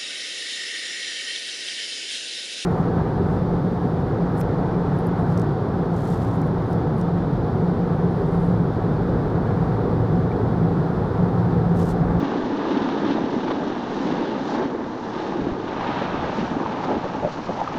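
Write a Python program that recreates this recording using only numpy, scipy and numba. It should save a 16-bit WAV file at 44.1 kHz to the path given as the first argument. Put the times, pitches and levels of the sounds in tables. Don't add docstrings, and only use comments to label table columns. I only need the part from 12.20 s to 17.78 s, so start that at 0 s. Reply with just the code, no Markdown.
import sys
import numpy as np
from scipy import signal
from scipy.fft import rfft, irfft, next_fast_len
from scipy.io import wavfile
from scipy.ndimage import uniform_filter1d, map_coordinates
from numba import njit

SR = 44100
rng = np.random.default_rng(int(sys.argv[2]) if len(sys.argv) > 2 else 0)


def to_wav(sig):
    pcm = np.clip(np.atleast_2d(sig), -1, 1) * 32767
    pcm = np.round(pcm).astype(np.int16)
    wavfile.write(sys.argv[1], SR, pcm.T)


N = 246210

# t/s, lean/0-1
LEAN = [(0, 0.58), (0.7, 0.24), (1.3, 0.47), (2.0, 0.52), (2.4, 0.27), (2.7, 0.3), (3.3, 0.63),
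        (3.65, 0.85), (4.2, 0.88), (4.6, 0.87), (5.58, 0.91)]
# t/s, load/dB
LOAD = [(0.0, 1.5), (0.35, -1.8), (0.45, 1.5), (0.92, 0.5), (1.01, -1.5), (1.68, -2.5), (1.97, 0.2),
        (2.23, -1.9), (2.39, 3), (2.54, -5), (2.81, -5), (2.98, 0.2), (3.38, -4.5), (3.64, 3.5),
        (4.37, 1.5), (4.69, 2), (5.2, -2), (5.58, 1.2)]
# t/s, dip of the drumming/dB
HOPS = [(1.1, -2.5), (1.21, -3), (2.075, -1.5), (2.49, -3), (3.875, -4), (4.275, -6), (4.47, -1.5),
        (4.815, -5), (4.91, -0.5), (5.12, -8), (5.245, -9), (5.47, -6.5)]
# t/s, level/dB
ROUGHNESS = [(0.0, -25.5), (0.46, -25.5), (0.56, -24), (1.1, -25), (1.49, -26), (1.65, -30.5), (1.84, -25),
             (2.29, -28), (2.36, -24), (2.8, -32.5), (3.21, -27), (3.55, -31), (4.16, -30), (4.19, -27),
             (4.61, -32), (4.73, -24.5), (4.85, -33.5), (5.58, -35)]
# t/s, level/dB, f/Hz, t60/s
BUMPS = [(0.028, -3.5, 265, 0.027), (0.156, -10, 298, .05), (.172, -11, 260, 0.048),
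         (0.321, -9.5, 286, 0.14), (.468, -14, 231, 0.036), (.513, -6, 328, 0.062),
         (0.565, -5.5, 268, 0.067), (.617, -5, 275, 0.017), (0.675, -14, 273, 0.066),
         (0.734, -11, 337, .035), (.762, -15, 345, 0.044), (0.843, -9, 316, 0.026), (0.862, -7, 320, 0.025),
         (0.905, -8.5, 290, 0.055), (.95, -9, 305, 0.053), (1.04, -6.5, 263, 0.022),
         (1.14, -11, 298, 0.016), (1.165, -9, 240, 0.04), (1.467, -11, 257, 0.056),
         (1.849, -10.5, 260, 0.065), (1.923, -5, 327, 0.019), (2.01, -7, 292, 0.03),
         (2.395, -12.5, 380, 0.052), (2.456, -5.5, 263, 0.021), (2.55, -11, 348, 0.015),
         (2.963, -11, 283, 0.014), (3.157, -12.5, 324, 0.045), (3.189, -15, 302, 0.051),
         (3.22, -8, 303, 0.013), (3.269, -6.5, 318, 0.017), (3.321, -10.5, 192, 0.01),
         (3.69, -10, 310, 0.017), (3.817, -13, 250, 0.028), (3.942, -13.5, 310, 0.023),
         (4.184, -7, 218, 0.045), (4.227, -7.5, 218, 0.045), (4.315, -9.5, 247, 0.018),
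         (4.367, -7.5, 276, 0.024), (4.411, -14, 271, 0.022), (4.767, -9, 274, 0.015),
         (4.78, -13, 290, 0.014), (4.98, -16, 248, .06), (5.045, -16, 172, .07), (5.181, -17, 304, 0.075),
         (5.283, -17.5, 159, 0.051), (5.551, -16.5, 271, 0.045)]
# f/Hz, width/Hz, level running flat/dB, boost at full lean/dB
BOARD_MODES = [(154, 69, -12.5, 11.5), (463, 213, -5.5, 4), (610, 186, -4.5, 5.5), (883.5, 156, -1, 1.5),
               (1233, 136, -5.5, 1), (1460, 640, -12, -3)]
# t/s, half-length/s, scrape boost/dB, grit level/dB
SKIDS = [(.55, 0.04, -0.5, -46), (1.281, .007, 6, -41), (1.313, 0.0087, 5, -38.5), (2.342, 0.022, 2, -46),
         (2.432, 0.026, 2, -50), (3.74, 0.14, 0.5, -39.5), (4.05, .12, 0.5, -44.5), (4.204, 0.022, -1, -40),
         (4.644, .012, 2, -45), (5.403, .02, 0, -46)]
# t/s, length/s, level/dB, f/Hz, t60/s
CATCHES = [(0.119, .003, -13.5, 860, 0.016), (0.594, .003, -16, 860, .014), (0.983, .003, -13, 700, 0.018),
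           (1.303, .022, -14, 980, 0.0085), (2.417, .003, -21, 800, 0.016), (2.549, .003, -14, 460, 0.017),
           (3.609, .003, -13, 990, 0.017), (3.666, .003, -16, 905, 0.024), (3.815, .02, -15.5, 555, 0.02),
           (3.885, .003, -15.5, 860, 0.02), (4.277, .003, -22, 980, .018), (4.461, .003, -10, 930, 0.015),
           (4.638, .003, -15.5, 985, 0.019), (4.685, .042, -17, 830, 0.017), (4.744, .014, -19, 774, 0.014),
           (4.843, .003, -13, 565, 0.01), (4.948, .012, -18.5, 892, 0.032), (5.029, .003, -15, 495, .008),
           (5.034, .01, -12, 570, 0.007), (5.048, .003, -6, 586, 0.023), (5.058, .021, -11, 598, .026),
           (5.292, .02, -16.5, 700, .01), (5.389, .02, -20.5, 880, 0.035), (5.415, .003, -7.5, 800, 0.017),
           (5.425, .003, -19, 900, 0.016), (5.475, .003, -14, 1220, 0.02)]
# t/s, length/s, level/dB
LANDINGS = [(4.678, 0.085, -30), (4.837, 0.026, -26.5), (4.935, 0.032, -31.5), (5.025, 0.048, -30),
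            (5.283, 0.028, -24)]
# f/Hz, level/dB
LANDING_EQ = [(60, -33), (160, 2), (280, -4), (380, 0.5), (480, -2.5), (590, 2.5), (700, -11), (900, -9.5),
              (1200, -22), (2000, -36), (5000, -60)]
# t/s, level/dB
CRUST = [(0, -43.5), (0.7, -43), (1.5, -41.5), (2.0, -41), (2.55, -47.5), (3.0, -43), (3.35, -43.5),
         (3.8, -43), (4.15, -43), (4.4, -45), (5.58, -43.5)]
# t/s, level/dB, decay/s
CRACKS = [(.508, -42.5, .005), (0.571, -38, 0.0065), (.688, -41, 0.0053), (.85, -42, 0.017),
          (.903, -37, 0.015), (1.282, -38, 0.0046), (1.303, -43, 0.005), (1.315, -43, .007),
          (1.922, -36, 0.0031), (2.641, -44, 0.0046), (2.985, -52, .005), (3.478, -41.5, 0.012),
          (3.608, -43, .008), (3.669, -39, .008), (3.786, -42, 0.011), (3.82, -39, 0.011),
          (4.196, -48, 0.018), (4.522, -34.5, .004), (4.638, -41, 0.0039), (4.753, -43, 0.0032),
          (5.173, -42, .004), (5.476, -39, .003), (5.541, -40, 0.0027)]
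# f/Hz, level/dB
FINE_CRUST_EQ = [(800, -14.5), (1650, 6.5), (2200, -10.5), (2850, 0.5), (3150, -0.5), (3700, 1), (4500, -8),
                 (6000, -15.5), (8000, -34)]
# f/Hz, level/dB
COARSE_CRUST_EQ = [(600, -9.5), (1100, 8.5), (1550, 9.5), (2000, 1), (2300, 2), (2800, 0.5), (3600, -7.5),
                   (4600, -18), (8000, -38.5)]
# t/s, half-length/s, powder boost/dB
PLUMES = [(1.157, 0.036, 4.5), (1.454, 0.18, 1), (1.82, 0.12, 6.5), (2.298, 0.082, 7.5), (2.95, .2, 3),
          (4.2, 0.16, 4.5), (4.638, 0.023, 6), (5.13, 0.023, 4.5), (5.32, 0.32, 4.5)]
# f/Hz, level/dB
POWDER_EQ = [(1500, -22.5), (3000, 0), (4200, 6), (5000, 1.5), (5900, 1.5), (7000, -4), (8000, -11.5),
             (9000, -15.5)]
# f/Hz, level/dB
GRIT_EQ = [(800, -17), (1200, 1), (1800, 6), (2400, 0), (3500, -1), (4200, -5.5), (5200, -18.5),
           (8000, -33.5)]
# f/Hz, level/dB
LOW_END_EQ = [(12, 2.5), (28, -16), (42, -11), (75, -1.5), (120, 5), (200, -4.5), (400, -23), (1200, -75)]
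# t/s, half-length/s, level/dB
GUSTS = [(.24, 0.084, -44.5), (2.655, 0.058, -39.5), (3.27, 0.16, -40.5), (3.627, 0.025, -50),
         (3.988, 0.12, -36), (4.24, 0.045, -35)]
# f/Hz, level/dB
ROAR_EQ = [(20, -15), (42, -5), (80, -1), (130, 0), (200, -13.5), (400, -33.5), (1200, -80)]
# t/s, level/dB, f/Hz
SLAPS = [(.235, -31, 48), (3.215, -37, 42), (3.319, -32, 55)]


def drumming(flat_hz=295, lean_drop_hz=75, trim_db=0.94):
    hz = (flat_hz - lean_drop_hz * curve(LEAN)) * (1 + 0.084 * wander(rate=14))
    ridges = grains(rate=1500, scatter_db=0.5)
    boom = resonate(resonate(ridges, hz, width=177), hz, width=405)
    boom = signal.sosfilt(signal.butter(4, 165, "high", fs=SR, output="sos"), boom)
    db = curve(ROUGHNESS) + trim_db + hop_dips_db() + 0.58 * wander(rate=35)
    return steady(boom, span_s=0.049) * undb(db)


def thumps(trim_db=-6.0):
    out = np.zeros(N)
    for s, db, hz, t60 in BUMPS:
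        add(out, s, undb(db + trim_db) * ring(hz, t60, rise_s=0.003))
    return out


def scraping(base_db=-30.5, load_depth=0.87, hop_depth=0.48):
    lean = curve(LEAN)
    slips = grains(rate=1300, scatter_db=2)
    body = np.zeros(N)
    for k, (hz, width, flat_db, lean_db) in enumerate(BOARD_MODES):
        body += (-1) ** k * undb(flat_db + lean * lean_db) * resonate(slips, hz, width)
    body = signal.sosfilt(signal.butter(4, 1900, fs=SR, output="sos"), body)
    skids_db = sum(db * swell(s, half_s) for s, half_s, db, _ in SKIDS)
    db = base_db + load_depth * curve(LOAD) + hop_depth * hop_dips_db() + skids_db
    return steady(body, span_s=0.059) * undb(db + 0.48 * wander(rate=60))


def chatter(slip_s=0.007, jitter=0.098, scatter_db=3.0, trim_db=-3.5):
    out = np.zeros(N)
    flex = undb(-10) * ring(hz=255, t60=0.018, rise_s=0.00086)
    for s, length, db, hz, t60 in CATCHES:
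        chance = np.clip(rng.standard_normal((16, 3)), -2, 2)
        delay = 0
        for gap, size, pitch in chance:
            if delay < length:
                knock = ring(hz * (1 + 0.015 * pitch), t60, rise_s=0.00056) + flex
                accent_db = scatter_db * size - 1.0 if delay > 0 else 0
                add(out, s + delay, -knock * undb(db + trim_db + accent_db))
            delay += slip_s * (1 + jitter * gap)
    return out


def landings(attack_s=0.0059, release_s=0.004):
    t = np.arange(N) / SR
    contact = np.zeros(N)
    for s, length, db in LANDINGS:
        attack = np.clip((t - s) / attack_s, 0, 1)
        release = np.exp(-np.maximum(t - s - length, 0) / release_s)
        contact += undb(db) * attack * release
    rattle = colour(grains(rate=1100, scatter_db=2.0), LANDING_EQ)
    return contact * steady(rattle, span_s=0.015)


def crunch(spurts_db, load_depth=1.11):
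    lean = curve(LEAN)
    fine = colour(grains(rate=2800, scatter_db=0.5), FINE_CRUST_EQ)
    coarse = colour(grains(rate=3500, scatter_db=3), COARSE_CRUST_EQ)
    crumble = np.sqrt(1 - lean ** 2) * fine + 1.42 * lean * coarse
    snaps = np.zeros(N)
    t = np.arange(SR // 2) / SR
    for s, db, decay_s in CRACKS:
        add(snaps, s, undb(db) * np.exp(-t / decay_s))
    return crumble * (undb(curve(CRUST) + load_depth * curve(LOAD) + spurts_db) + snaps)


def powder(spurts_db, base_db=-54.5, load_depth=0.42):
    plumes_db = sum(db * swell(s, half_s) for s, half_s, db in PLUMES)
    hiss = colour(grains(rate=12000, scatter_db=5.0), POWDER_EQ)
    return hiss * undb(base_db + load_depth * curve(LOAD) + plumes_db + spurts_db)


def grit():
    skid = sum(undb(db) * swell(s, half_s) for s, half_s, _, db in SKIDS)
    return skid * colour(grains(rate=1800, scatter_db=3), GRIT_EQ)


def wind(base_db=-47, lean_boost_db=5.5):
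    low_end = steady(colour(rng.standard_normal(N), LOW_END_EQ), span_s=0.083)
    roar = steady(colour(rng.standard_normal(N), ROAR_EQ), span_s=0.042)
    gusts = sum(undb(db) * swell(s, half_s) for s, half_s, db in GUSTS)
    low_end_db = base_db + lean_boost_db * curve(LEAN) + 0.69 * wander(rate=19)
    return low_end * undb(low_end_db) + roar * gusts


def wind_slaps():
    out = np.zeros(N)
    for s, db, hz in SLAPS:
        add(out, s, undb(db) * ring(hz, t60=0.047, rise_s=0.0053))
    return out


def hop_dips_db():
    return sum(db * swell(s, half_s=0.025) for s, db in HOPS)


def undb(db):
    return 10 ** (np.asarray(db) / 20)


def curve(table):
    return np.interp(np.arange(N) / SR, *np.transpose(table))


def swell(s, half_s):
    return np.exp(-((np.arange(N) / SR - s) / half_s) ** 2)


def wander(rate):
    levels = rng.standard_normal(4096)
    place = np.arange(N) / SR * rate
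    return unit(map_coordinates(levels, [place], order=2, mode="wrap"))


def grains(rate, scatter_db):
    struck = rng.random(N) < rate / SR
    size = undb(scatter_db * np.minimum(rng.standard_normal(N), 2))
    polarity = np.sign(rng.standard_normal(N))
    return unit(struck * size * polarity)


def ring(hz, t60, rise_s):
    t = np.arange(SR // 10) / SR
    decay = np.exp(-np.log(1000) * t / t60)
    attack = 1 - np.exp(-t / rise_s)
    swing = np.sin(2 * np.pi * hz * t) * decay * attack
    return swing / np.abs(swing).max()


def colour(x, eq):
    hz, db = np.transpose(eq)
    size = next_fast_len(N)
    bins = np.maximum(np.fft.rfftfreq(size, 1 / SR), 1)
    gain = undb(np.interp(np.log(bins), np.log(hz), db))
    return unit(irfft(rfft(x, size) * gain, size)[:N])


def resonate(x, hz, width):
    return svf(x + 1e-18, hz * np.ones(N), float(width))


@njit
def svf(x, hz, width):
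    y, band, low = np.empty(len(x)), 0., 0.
    for i in range(len(x)):
        g, damping = np.tan(np.pi * hz[i] / SR), width / hz[i]
        v = (band + g * (x[i] - low)) / (1 + g * (g + damping))
        band, low = 2 * v - band, low + 2 * g * v
        y[i] = damping * v
    return y


def steady(x, span_s):
    size = max(int(span_s * SR), 2)
    power = uniform_filter1d(uniform_filter1d(x ** 2, size), size)
    return x / np.sqrt(np.maximum(power, 1e-12))


def unit(x):
    return x / np.sqrt(np.mean(x ** 2))


def add(out, s, sound):
    start = int(np.clip(s * SR, 0, N))
    out[start:start + len(sound)] += sound[:N - start]


def scene():
    board = drumming() + scraping()
    spurts_db = 0.79 * wander(rate=100)
    spray = crunch(spurts_db) + powder(spurts_db)
    hits = thumps() + chatter() + landings()
    air = wind() + wind_slaps()
    return (board + spray + hits + air + grit())[None]


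def record(dry, ceiling=0.5, dull_hz=6900, top_hz=8400):
    rounded = ceiling * np.tanh(dry / ceiling)
    dulled = signal.sosfilt(signal.butter(6, dull_hz, fs=SR, output="sos"), rounded)
    return signal.sosfilt(signal.ellip(8, 0.2, 80, top_hz, fs=SR, output="sos"), dulled)


dry = scene()
out = record(dry)
to_wav(out)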